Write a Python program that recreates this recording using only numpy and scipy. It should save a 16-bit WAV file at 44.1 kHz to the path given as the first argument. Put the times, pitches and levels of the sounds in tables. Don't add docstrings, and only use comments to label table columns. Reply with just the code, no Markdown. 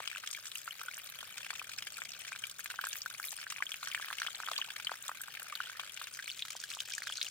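import sys
import numpy as np
from scipy import signal
from scipy.fft import rfft, irfft
from scipy.io import wavfile
from scipy.ndimage import uniform_filter1d

SR = 44100
rng = np.random.default_rng(int(sys.argv[2]) if len(sys.argv) > 2 else 0)


def digitize_waveform(pressure):
    field = np.atleast_2d(pressure).T
    bounded = np.clip(field, -1, 1)
    quanta = np.round(bounded * 32767).astype(np.int16)
    wavfile.write(sys.argv[1], SR, quanta)


N = 321930
TIME = np.arange(N) / SR
TOP_HZ = 16050


def undb(db):
    return 10 ** (np.asarray(db) / 20)


def unit(x):
    return x / np.sqrt(np.mean(x ** 2))


def along(curve, at):
    axis, *columns = np.transpose(curve)
    return [np.interp(at, axis, column) for column in columns]


def colour(x, points, size=4096):
    hz, db = np.transpose(points)
    grid = np.maximum(np.arange(size // 2 + 1) * SR / size, 1)
    cepstrum = irfft(np.log(undb(np.interp(np.log(grid), np.log(hz), db))))
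    cepstrum[1:size // 2] *= 2
    cepstrum[size // 2 + 1:] = 0
    return signal.fftconvolve(x, irfft(np.exp(rfft(cepstrum)))[None], axes=1)[:, :N]


def ride(x, db):
    power = uniform_filter1d(np.mean(x ** 2, axis=0), size=9000)
    return x * undb(db) / np.sqrt(np.maximum(power, 1e-18))


# t/s, lead of the left channel/ms, spray f/Hz
BEARING = [(0, 0.07, 4000), (5.9, 0.073, 3070), (6.6, 0.0079, 5180), (7.3, 0.011, 4380)]
def bubbles(s, db, hz, decay_ms, pan_db, swell, scoop_ms, scatter_ms, size):
    scatter, polarity = rng.standard_normal((len(s), 2)).T
    per_ms = SR / 1000
    lead_ms = along(BEARING, s)[0] + scatter_ms * scatter
    start = np.clip(s * SR, 0, N).astype(int)
    index = (start[:, None] + np.arange(size)).ravel()
    rad_per_ms = (2 * np.pi * hz / 1000 * np.sign(polarity))[:, None]
    decay = np.reshape(np.maximum(decay_ms, 0.02), (-1, 1))
    swell = np.reshape(swell, (-1, 1))
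    channels = []
    for side in (1, -1):
        delay_ms = np.maximum(-side * lead_ms, 0)
        ms = np.maximum(np.arange(size) / per_ms - delay_ms[:, None], 0)
        tone = np.sin(rad_per_ms * (ms - scoop_ms * (1 - np.exp(-2 * ms))))
        ring = (ms / decay) ** swell * np.exp(-np.minimum(ms / decay, 20)) * tone
        pan_gain = np.sqrt(2 / (1 + undb(-2 * side * pan_db)))
        gain = undb(db) * pan_gain * np.sqrt(10 * per_ms / (np.sum(ring ** 2, axis=1) + 1e-12))
        channels.append(np.bincount(index, (ring * gain[:, None]).ravel(), N + size)[:N])
    return np.array(channels)


def spray(s, db, hz, pan_db, spread_s, octaves, cycles, count):
    late, pitch, loud, aside = np.moveaxis(rng.standard_normal((len(s), count, 4)), 2, 0)
    onsets = s[:, None] + spread_s * (0.3 + 0.48 * late + 0.08 * late ** 2)
    weight = undb(2 * loud - 4.5 * np.abs(late))
    weight /= np.sqrt(np.sum(weight ** 2, axis=1, keepdims=True))
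    ping_db = db[:, None] + 20 * np.log10(weight)
    ping_pan_db = pan_db[:, None] + 4 * aside
    ping_hz = hz[:, None] * 2 ** (octaves * pitch)
    top_hz = np.clip(1.6 * hz, 10500, TOP_HZ)[:, None]
    ping_hz = np.clip(ping_hz, 1200 ** 2 / ping_hz, top_hz ** 2 / ping_hz).ravel()
    decay_ms = np.minimum(1000 * cycles / ping_hz, 0.32)
    return bubbles(onsets.ravel(), ping_db.ravel(), ping_hz, decay_ms, ping_pan_db.ravel(),
                   swell=2, scoop_ms=0.044, scatter_ms=0.028, size=124)


def film(droplets, steady_db, window_s):
    power = uniform_filter1d(np.mean(droplets ** 2, axis=0), size=int(window_s * SR))
    stirred = np.sqrt(np.maximum(uniform_filter1d(power, size=200), 0))
    return rng.standard_normal((2, N)) * (stirred + undb(steady_db)) * undb([[1.2], [-1.2]])


# t/s, relative plop level/dB, bubble f/Hz, decay/ms, relative splash level/dB
DROP_HITS = [(0.003, -44, 1030, 0.31, -44.5), (0.0308, -62, 1630, 0.44, -45),
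             (0.0754, -39.5, 3270, 0.3, -33.5), (0.114, -46, 2520, 0.27, -48),
             (0.128, -51, 1750, 0.94, -44), (0.1497, -48, 2700, .35, -60), (0.159, -48, 1520, 0.67, -57),
             (0.171, -47.5, 2920, 0.26, -45), (0.236, -51.5, 1430, 0.48, -46),
             (0.2402, -50.5, 2000, 0.27, -45), (0.273, -52, 3080, 0.51, -36),
             (0.3474, -47.5, 2300, 0.69, -41), (0.373, -53.5, 1720, 1, -57), (0.455, -55, 1700, 0.41, -45),
             (0.467, -61, 1770, 0.34, -40.5), (0.517, -48, 4000, 0.15, -62), (0.555, -45, 2920, 0.43, -38),
             (0.677, -42.5, 1390, 0.84, -39), (0.708, -46.5, 3060, 0.5, -66), (0.794, -54, 2480, 0.17, -43),
             (0.8136, -46, 1360, 0.68, -41), (0.8347, -53.5, 1540, 0.55, -49), (0.883, -43, 1446, 1.2, -43),
             (0.912, -53, 2240, 0.7, -63), (0.9363, -51, 2770, 0.29, -48), (0.9783, -54, 1620, 0.4, -47),
             (0.998, -55, 2750, 0.21, -48), (1.2058, -54, 3140, 0.56, -42),
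             (1.2287, -51.5, 1240, 0.37, -44), (1.3718, -51, 2500, 0.48, -42), (1.38, -55, 1750, 0.19, -37),
             (1.4063, -56, 1790, 0.32, -48), (1.43, -52, 2770, .28, -52), (1.446, -50.5, 2780, 0.41, -44),
             (1.465, -48.5, 2270, 0.18, -44), (1.5051, -41, 2040, 0.18, -35.5),
             (1.532, -51, 1200, 0.67, -64), (1.5528, -61, 3080, .3, -38), (1.5944, -46.5, 2520, 0.6, -39),
             (1.6161, -47.5, 1300, 0.48, -73), (1.693, -54.5, 1470, 0.65, -42),
             (1.716, -53, 2440, 0.83, -44), (1.735, -53, 2550, .35, -41), (1.784, -44, 5350, 0.48, -37),
             (1.788, -47, 2450, 0.37, -42), (1.8229, -54, 1560, 0.3, -37.5), (1.87, -51.5, 3100, 0.26, -37),
             (1.9417, -53, 4540, 0.42, -48), (1.968, -50, 2470, 0.9, -45), (1.982, -54, 1450, .7, -49),
             (1.9863, -52, 1380, 0.86, -55), (2.0186, -42.5, 2200, 0.18, -52),
             (2.0528, -53, 2280, 0.43, -43), (2.204, -58, 2370, .5, -47), (2.2488, -58, 2860, .38, -40),
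             (2.279, -51, 2270, 0.92, -37.5), (2.3199, -46, 1500, 0.43, -43),
             (2.329, -47.5, 2440, 0.6, -56), (2.351, -54.5, 1550, .4, -54),
             (2.3597, -53.5, 1590, 0.43, -41), (2.4382, -41, 3100, 0.38, -38),
             (2.442, -49.5, 2350, .6, -52), (2.5925, -49.5, 1670, 0.45, -52), (2.6045, -55, 2390, .45, -44),
             (2.659, -45, 2240, 0.18, -40), (2.701, -50, 1470, 0.77, -35.5), (2.7103, -57, 1660, 0.45, -38),
             (2.7412, -51.5, 1440, 0.27, -56), (2.7897, -39, 1450, 0.64, -62),
             (2.812, -56, 1560, 0.93, -37.5), (2.8385, -46.5, 1210, 0.56, -42),
             (2.8404, -42.5, 1480, 0.43, -40), (2.8585, -55, 1710, 0.75, -41),
             (2.869, -44.5, 1530, 0.72, -45), (2.9114, -48.5, 3800, 0.41, -51),
             (2.929, -49, 2960, 0.35, -40), (2.955, -50, 1980, 0.29, -46), (3.06, -41, 1536, 0.67, -41.5),
             (3.1105, -53.5, 1600, 0.65, -53), (3.148, -50.5, 2350, .45, -57),
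             (3.1982, -44.5, 1520, 0.51, -60), (3.2405, -46.5, 2280, 0.49, -43),
             (3.284, -47.5, 4000, 0.42, -60), (3.3282, -56.5, 890, 0.52, -42),
             (3.3865, -51.5, 1680, 0.51, -47), (3.415, -52, 2430, 0.4, -41), (3.428, -56, 1530, .65, -41),
             (3.467, -47, 1690, 0.49, -68), (3.503, -58, 2500, 0.52, -35.5),
             (3.5224, -47.5, 1260, 0.94, -34.5), (3.562, -47, 2450, 0.22, -52),
             (3.582, -49.5, 2390, 0.89, -41), (3.6034, -46, 1130, 1.3, -76), (3.6236, -35, 2050, 0.3, -40),
             (3.666, -44, 3300, 0.46, -61), (3.7179, -44.5, 3400, 0.31, -38.5),
             (3.742, -45, 2900, 0.13, -43), (3.829, -45, 1330, 0.66, -35),
             (3.8723, -43.5, 1970, 0.31, -38.5), (3.883, -53, 1530, 0.8, -51),
             (3.9152, -45.5, 3260, 0.26, -40), (3.926, -48.5, 2210, 0.66, -54),
             (3.9474, -37.5, 2120, 0.25, -33), (3.9763, -47, 1760, 0.54, -57),
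             (3.998, -48, 1330, 0.37, -59), (4.0235, -47.5, 1660, 1.3, -40),
             (4.045, -46.5, 2000, 0.32, -44), (4.0833, -51, 1230, 0.78, -37.5),
             (4.103, -44.5, 1670, 0.55, -47), (4.1103, -47.5, 1150, 0.65, -58),
             (4.1276, -47.5, 1360, 0.47, -36), (4.184, -44.5, 3180, 0.21, -48), (4.199, -54, 1580, .5, -35),
             (4.2178, -39, 1660, 0.47, -34), (4.2297, -54, 1550, 0.46, -35.5),
             (4.2486, -49.5, 1420, 0.59, -46), (4.2652, -43.5, 2190, 0.11, -37),
             (4.2707, -42, 3200, 0.32, -40), (4.2832, -46, 1360, 0.7, -57),
             (4.348, -47.5, 4000, 0.2, -41.5), (4.365, -52.5, 3210, 0.31, -59),
             (4.4015, -44.5, 1380, 0.39, -39.5), (4.434, -47, 1580, 0.38, -55),
             (4.4645, -46.5, 3320, 0.35, -57), (4.475, -46.5, 1840, 0.23, -46),
             (4.4855, -40.5, 1280, 0.68, -37), (4.5142, -42.5, 1180, 0.8, -34),
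             (4.5155, -48, 710, 0.93, -52), (4.5327, -46.5, 3300, 0.57, -38),
             (4.5633, -42.5, 3400, 0.23, -57), (4.5792, -37.5, 4760, 0.19, -38),
             (4.588, -45, 1100, 1.5, -57), (4.6148, -37.5, 3050, 0.39, -45),
             (4.6225, -48.5, 1750, 0.6, -57), (4.646, -50, 3230, 0.21, -56), (4.684, -55.5, 960, 0.67, -63),
             (4.7032, -51.5, 1630, 0.76, -38), (4.7634, -49.5, 2000, 0.33, -37),
             (4.7983, -49.5, 1350, 0.74, -37), (4.8468, -46.5, 4740, 0.29, -64),
             (4.8694, -37.5, 3155, 0.44, -35.5), (4.894, -45, 1580, 0.35, -46),
             (4.917, -40, 1050, 0.32, -42), (4.9395, -51.5, 1630, 0.24, -45),
             (5.0793, -47, 3760, 0.39, -41), (5.0928, -40, 1180, 0.57, -44), (5.1155, -47, 1480, 0.35, -59),
             (5.2075, -51.5, 1560, 0.65, -65), (5.2356, -52.5, 1580, 1.1, -58),
             (5.2815, -50, 1340, 0.53, -60), (5.351, -49, 2570, 0.23, -48), (5.3706, -50, 2370, 0.34, -47),
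             (5.395, -51, 2860, 0.72, -44), (5.4205, -51.5, 1485, 0.45, -59), (5.466, -54, 1410, 0.82, -64),
             (5.5242, -44, 1210, 1.6, -41), (5.5535, -42, 4460, 0.15, -47),
             (5.6031, -39.5, 1444, 0.61, -44), (5.613, -49.5, 2970, 0.51, -57),
             (5.635, -56, 1620, 0.89, -41), (5.658, -53, 3160, 0.49, -49), (5.6694, -53, 1450, 1.5, -42),
             (5.697, -48.5, 1500, 0.58, -41), (5.7561, -54, 1850, 0.92, -64),
             (5.7949, -46, 1210, 0.54, -41), (5.797, -44, 3270, 0.2, -57), (5.8, -52, 2480, 0.17, -42.5),
             (5.8339, -50.5, 1600, 0.34, -52), (5.974, -48, 3000, 0.13, -44),
             (6.0145, -46.5, 1360, 0.53, -39.5), (6.0414, -52, 4070, 0.32, -43),
             (6.0705, -54.5, 1840, 0.39, -39), (6.1903, -45.5, 1920, 0.47, -45),
             (6.197, -49, 1630, 0.9, -47), (6.2247, -56, 1660, 1.3, -42), (6.2586, -52, 4300, 0.4, -52),
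             (6.2769, -47, 2300, 0.81, -39.5), (6.293, -47.5, 3530, 0.41, -53),
             (6.3, -45.5, 3000, 0.29, -42), (6.3156, -46.5, 4500, 0.25, -58), (6.392, -49, 3560, 0.32, -40),
             (6.4228, -39.5, 3850, 0.17, -61), (6.451, -53.5, 1360, 0.66, -39.5),
             (6.482, -57, 1840, 0.29, -40.5), (6.5036, -54, 2450, 0.31, -35.5),
             (6.552, -52, 880, 0.41, -73), (6.6375, -49.5, 1660, 0.87, -36.5),
             (6.702, -47, 4400, 0.42, -37.5), (6.7154, -51, 2656, 0.26, -42),
             (6.7368, -47.5, 3600, 0.25, -42), (6.7696, -51, 1090, 0.45, -57),
             (6.7892, -49.5, 3250, 0.3, -59), (6.803, -43, 3600, 0.35, -31), (6.887, -57, 1800, 0.24, -54),
             (6.903, -53, 3400, 0.37, -58), (6.9135, -57, 1618, 1, -68), (6.922, -49, 3700, 0.33, -59),
             (6.935, -47, 2410, 0.73, -34.5), (6.9799, -44, 1735, 0.77, -38), (7.0207, -46, 2050, .27, -56),
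             (7.0324, -49, 4450, 0.35, -51), (7.07, -44.5, 1660, 0.68, -33), (7.0923, -46, 3300, 0.51, -64),
             (7.0993, -49, 1460, 0.27, -62), (7.111, -58, 4330, 0.42, -50), (7.123, -44.5, 3370, 0.39, -39),
             (7.1788, -44, 4500, 0.36, -49), (7.184, -53.5, 1480, 0.96, -61), (7.214, -37, 4050, 0.27, -33),
             (7.228, -42, 5450, 0.14, -33), (7.253, -53, 3640, 0.28, -45), (7.2655, -46, 2920, 0.48, -52)]
# f/Hz, left minus right/dB
DROP_PANNING = [(1000, 0.5), (1600, 0.5), (2500, 3), (3200, 3), (4500, 1)]
# f/Hz, gain/dB
SHEET_EQ = [(500, -17.5), (1400, -14), (3500, -4), (6000, -25.5), (9000, -4), (11000, -15.5), (16000, -19)]
def big_drops():
    s, db, hz, decay_ms, spray_db = np.transpose(DROP_HITS)
    pan_db = along(DROP_PANNING, hz)[0] + 1.05 * rng.standard_normal(len(s))
    spray_hz = along(BEARING, s)[1] * 2 ** (0.2 * rng.standard_normal(len(s)))
    swell = np.interp(hz, [1500, 3000], [1.5, 3])
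    plops = bubbles(s, db, hz, np.maximum(decay_ms, 0.15), pan_db, swell,
                    scoop_ms=0.13, scatter_ms=0.048, size=700)
    splash = spray(s, spray_db, spray_hz, pan_db / 2 + 0.5,
                   spread_s=0.0042, octaves=0.651, cycles=1.16, count=26)
    sheet = colour(film(splash, steady_db=-50.5, window_s=0.0016), SHEET_EQ)
    return undb(5.5) * plops + undb(-4.5) * splash + undb(-3.5) * sheet


# t/s, babble level/dB, fizz level/dB, mist level/dB
FLOW_FADERS = [(0, -46.5, -54, -61), (0.5, -52.5, -52, -58.2), (0.85, -52, -55.5, -60),
               (1.15, -49.5, -54, -58), (1.5, -49.5, -55.5, -61.5), (1.9, -51.5, -51, -58.5),
               (2.25, -48, -52.5, -63), (2.55, -53, -50.5, -59), (2.8, -49.5, -56, -62),
               (2.95, -51, -53, -53), (3.12, -52, -53.5, -58), (3.29, -50.5, -49.5, -46.5),
               (3.38, -49, -50.5, -61), (3.55, -51, -55.5, -61.5), (3.77, -50, -51.5, -58),
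               (4.0, -45.5, -53, -56.5), (4.38, -50.5, -52, -60.5), (4.55, -46.5, -49.5, -56.5),
               (4.75, -49.5, -55.5, -62.5), (5.15, -50, -56.5, -59), (5.65, -48, -56, -61),
               (5.9, -48, -55, -61.5), (6.15, -51.5, -51.5, -59.5), (6.5, -52.5, -54.5, -60.5),
               (7.3, -52, -49.5, -62)]
# f/Hz, gain/dB
BABBLE_EQ = [(300, -14.5), (600, 19.5), (850, -5.5), (1150, 3.5), (1550, 4.5), (1880, 4.5), (2380, 9),
             (2750, 7.5), (3150, 9.5), (3900, 5.5), (5500, 15.5), (9000, -8)]
PLINK_EQ = [(1500, -11), (3000, 4), (5000, 8), (6500, -17.5), (9000, 8), (10800, -10), (13000, -13),
            (16000, -44)]
FIZZ_EQ = [(500, 12.5), (1500, -6), (3000, -11), (5000, 1), (6500, 4.5), (8500, 2.5), (9800, -29),
           (10800, -7), (12500, -31)]
MIST_EQ = [(5000, -69), (9500, 10), (11500, -2.5), (13000, -10), (15300, 1.5), (16500, -13)]
CHURN_EQ = [(400, -31), (900, -12), (1400, -8.5), (2500, -5.5), (3500, -8), (6000, -15.5), (12000, -34)]
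def trickle(count=1700):
    babble_db, fizz_db, mist_db = along(FLOW_FADERS, TIME)
    place, pitch, force, tiny = rng.random((count, 4)).T
    ring, aside, trapped, fine, lag = rng.standard_normal((count, 5)).T
    s = (np.arange(count) + 4 * place - 2) / count * N / SR
    db = 15 * force ** 2
    hz = 1150 * 4 ** pitch ** 1.2
    pan_db = 3 * aside + np.where(hz > 1900, 4, -1.5)
    decay_ms = 0.56 * np.exp(0.057 * ring) * (hz / 2000) ** -0.4
    babble = bubbles(s, 0.77 * db + 2 * trapped, hz, decay_ms, pan_db,
                     swell=3, scoop_ms=0.2, scatter_ms=0.039, size=480)
    babble += undb(-8.5) * spray(s, 1.48 * db, 2300 * 2 ** (0.21 * fine), pan_db,
                                 spread_s=0.0054, octaves=0.75, cycles=0.72, count=4)
    plinks = bubbles(s + 0.002 * lag, db - 2 * trapped, 3000 * 5 ** tiny, 0.26 * np.exp(0.22 * ring),
                     pan_db=3.5 - 4 * aside, swell=3, scoop_ms=0.14, scatter_ms=0.014, size=260)
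    droplets = unit(spray(s, db, 7000 * 2 ** (0.5 * fine), 3 * aside + 5.4,
                          spread_s=0.0028, octaves=0.27, cycles=1.94, count=9))
    droplets += undb(-9.5) * film(droplets, steady_db=-25, window_s=0.0025)
    fizz = unit(colour(droplets, FIZZ_EQ)) + undb(-2.5) * unit(colour(plinks, PLINK_EQ))
    mist = unit(spray(s, 1.04 * db + 2 * fine, np.full(count, 13000), 3 * aside + 3.8,
                      spread_s=0.0023, octaves=0.16, cycles=1.6, count=6))
    churn = film(unit(babble), steady_db=8.5, window_s=0.0025)
    mist += undb(-20) * film(mist, steady_db=1, window_s=0.0032)
    return (ride(colour(babble, BABBLE_EQ), babble_db - 2.5)
            + ride(colour(churn, CHURN_EQ), babble_db - 8.5)
            + ride(fizz, fizz_db + 0.24)
            + ride(colour(mist, MIST_EQ), mist_db + 0.18))


# t/s, relative level/dB, droplet f/Hz
SPATTER_HITS = [(0.274, -31.5, 7100), (0.312, -29, 7960), (0.3305, -40, 9200), (0.336, -35, 7500),
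                (0.4555, -34, 6400), (0.472, -35, 6360), (0.553, -34, 10100), (0.5732, -35.5, 8900),
                (0.5825, -34, 8100), (0.832, -42, 11400), (0.943, -34, 7300), (0.9692, -35.5, 7360),
                (0.983, -40, 12900), (1.044, -42, 12500), (1.1, -40, 12700), (1.381, -37, 6500),
                (1.785, -37, 5700), (2.1185, -33.5, 5930), (2.192, -41.5, 11500), (2.47, -37, 10000),
                (2.596, -36.5, 12400), (2.6438, -35, 11000), (2.813, -40, 12700), (2.8515, -31, 7950),
                (2.869, -34, 10500), (2.888, -31.5, 9500), (2.93, -29, 6270), (2.964, -38, 12500),
                (2.986, -41, 13000), (3.018, -29, 5800), (3.061, -45, 12200), (3.1995, -35, 8550),
                (3.238, -48, 12500), (3.2535, -33, 12700), (3.2916, -37, 10200), (3.3067, -32.5, 6500),
                (3.3183, -33, 7300), (3.5011, -31, 6200), (3.519, -40, 11500), (3.849, -37.5, 6740),
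                (3.8835, -34, 7500), (4.58, -33, 6300), (4.8485, -34, 6900), (5.0243, -34, 8600),
                (5.081, -31, 7950), (5.216, -30.5, 9050), (5.4297, -33.5, 9000), (5.555, -41, 11000),
                (5.943, -34, 7200), (6.138, -33, 7050), (6.52, -37, 6440), (6.565, -35, 6560),
                (6.601, -33, 6350), (6.749, -30, 6900), (6.898, -36, 7100), (6.921, -33.5, 5200),
                (6.9505, -30.5, 7540), (6.981, -35.5, 9800), (7.137, -36, 6850), (7.1555, -31, 5200),
                (7.1705, -29, 5750), (7.195, -40, 5000)]
def spatters(fills=44):
    weak, place, pitch = rng.random((fills, 3)).T
    fill_s = (np.arange(fills) + place) / fills * N / SR
    fill_db = along(FLOW_FADERS, fill_s)[1] + 15.5 - 7 * weak
    fill_hz = 7050 * 2 ** (pitch - 0.5)
    s, db, hz = np.hstack([np.transpose(SPATTER_HITS), [fill_s, fill_db, fill_hz]])
    pan_db = 3 + 3 * rng.standard_normal(len(s))
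    return undb(-10) * spray(s, db, hz, pan_db, spread_s=0.0028, octaves=0.26, cycles=0.8, count=22)


# t/s, level of a typical bubble/dB
FROTH_FADER = [(6.149, -76), (6.45, -63), (6.8, -64), (7.3, -61)]
def froth(count=560, centre_hz=4330, octaves=0.497, cycles=0.75):
    pitch, force, ring, aside = rng.standard_normal((count, 4)).T
    s = rng.uniform(FROTH_FADER[0][0], FROTH_FADER[-1][0], count)
    db = along(FROTH_FADER, s)[0] + 3 * force
    hz = centre_hz * 2 ** (octaves * pitch)
    decay_ms = 1000 * cycles / hz * np.exp(0.25 * ring)
    return bubbles(s, db, hz, decay_ms, pan_db=1.3 + 3 * aside,
                   swell=3, scoop_ms=0.1, scatter_ms=0.028, size=300)


# t/s, level/dB
GURGLE_FADER = [(0, -75), (.5, -82), (.8, -68.5), (1.1, -71), (1.45, -65.5), (1.85, -70), (2.2, -67),
                (2.55, -83), (2.8, -71), (3.1, -71.5), (3.7, -79), (4.15, -72), (4.5, -61), (4.95, -73),
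                (5.15, -77), (5.4, -62), (6.0, -74), (6.3, -87), (6.8, -74), (7.3, -67.5)]
def gurgles(count=400):
    place, pitch, force = rng.random((count, 3)).T
    s = (np.arange(count) + 2 * place - 1) / count * N / SR
    glugs = bubbles(s, db=9 * force, hz=480 * 2 ** pitch, decay_ms=1.7, pan_db=0,
                    swell=1.5, scoop_ms=0.38, scatter_ms=0.071, size=800)
    return ride(glugs, along(GURGLE_FADER, TIME)[0])


# f/Hz, bandwidth/Hz, gain/dB
HOLLOW_MODES = [(1560, 250, -8.5), (2400, 340, -14.5), (3200, 650, -18)]
def hollows(water, turns=110, detune=0.018):
    fill = np.interp(TIME, np.linspace(0, N / SR, turns), rng.uniform(-0.5, 1, turns))
    ringing = 0
    for tuning in (-1, 0, 1):
        send = water * np.maximum(1 - np.abs(fill - tuning), 0)
        for hz, width, db in HOLLOW_MODES:
            resonator = signal.iirpeak(hz * (1 + detune * tuning), hz / width, fs=SR)
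            ringing += undb(db) * signal.lfilter(*resonator, send)
    return ringing


def ledges(water, peak_s=0.0029, size=768):
    starts = np.arange(0, N, size // 2)
    padded = np.pad(water, ((0, 0), (0, size)))
    grains = padded[:, starts[:, None] + np.arange(size)] * signal.windows.cosine(size)
    t = TIME[:size]
    echoes = rng.standard_normal(grains.shape) * t * np.exp(-t / peak_s)
    echoes /= np.sqrt(np.sum(echoes ** 2, axis=2, keepdims=True))
    wet_grains = signal.fftconvolve(grains, echoes, axes=2)
    index = (starts[:, None] + np.arange(2 * size - 1)).ravel()
    return np.array([np.bincount(index, side.ravel())[:N] for side in wet_grains])


def rock(water):
    water = signal.sosfilt(signal.butter(3, 460, "high", fs=SR, output="sos"), water)
    ringing = hollows(water)
    scattered = colour(water, [(1200, -22), (3000, -10.5), (8000, -13)])
    return undb(-4.5) * water + ringing + ledges(scattered + undb(-2.5) * ringing)


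# f/Hz, gain/dB
RUMBLE_EQ = [(20, -14), (40, -19), (60, -5), (80, -1.5), (105, 4), (135, 2), (200, -2.5), (280, -8.5),
             (400, -9), (620, -15.5), (850, -17.5), (1500, -19.5), (4000, -31.5)]
# t/s, relative level/dB
RUMBLE_FADER = [(0, -77), (.8, -79.5), (1.6, -74), (3, -78), (4.2, -77), (5.5, -77.5), (7.3, -78)]
def rumble():
    mid, side = colour(rng.standard_normal((2, N)), RUMBLE_EQ)
    side = colour(side[None], [(30, -3), (80, -9.5), (150, -9.5), (300, 0.5), (600, 1.5), (2000, -2)])
    air = unit(mid + side * np.array([[1], [-1]])) * undb([[0.5], [-0.5]])
    return air * undb(along(RUMBLE_FADER, TIME)[0] + 6.5)


def scene():
    return rock(big_drops() + spatters() + trickle() + froth() + gurgles()) + rumble()


# f/Hz, left minus right/dB
PORT_BALANCE = [(100, 1), (450, -1), (660, 1), (880, 2), (1250, -1.5), (1550, -1), (1780, -3.5),
                (2200, 3.3), (2700, 1.5), (4200, .5), (5600, -4), (6900, 0), (9000, 3.5), (11300, -5),
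                (12700, 0.8), (14300, 3.5), (16000, 5.5)]
# f/Hz, gain/dB
MICROPHONE_EQ = [(100, -2), (1600, 1.2), (2000, 1.5), (2600, 1), (3400, 1.5), (4000, 1.14), (5100, 1.9),
                 (6300, 3), (7200, 3.5), (9700, 3.5), (10800, -1.5), (12200, 9), (16000, 8)]
def record(dry):
    hz, db = np.transpose(PORT_BALANCE)
    left = colour(dry[:1], np.transpose([hz, db / 2]))
    right = colour(dry[1:], np.transpose([hz, -db / 2]))
    high_cut = signal.ellip(10, 0.2, 70, TOP_HZ, fs=SR, output="sos")
    return signal.sosfilt(high_cut, colour(np.vstack([left, right]), MICROPHONE_EQ))


dry = scene()
out = record(dry)
digitize_waveform(out)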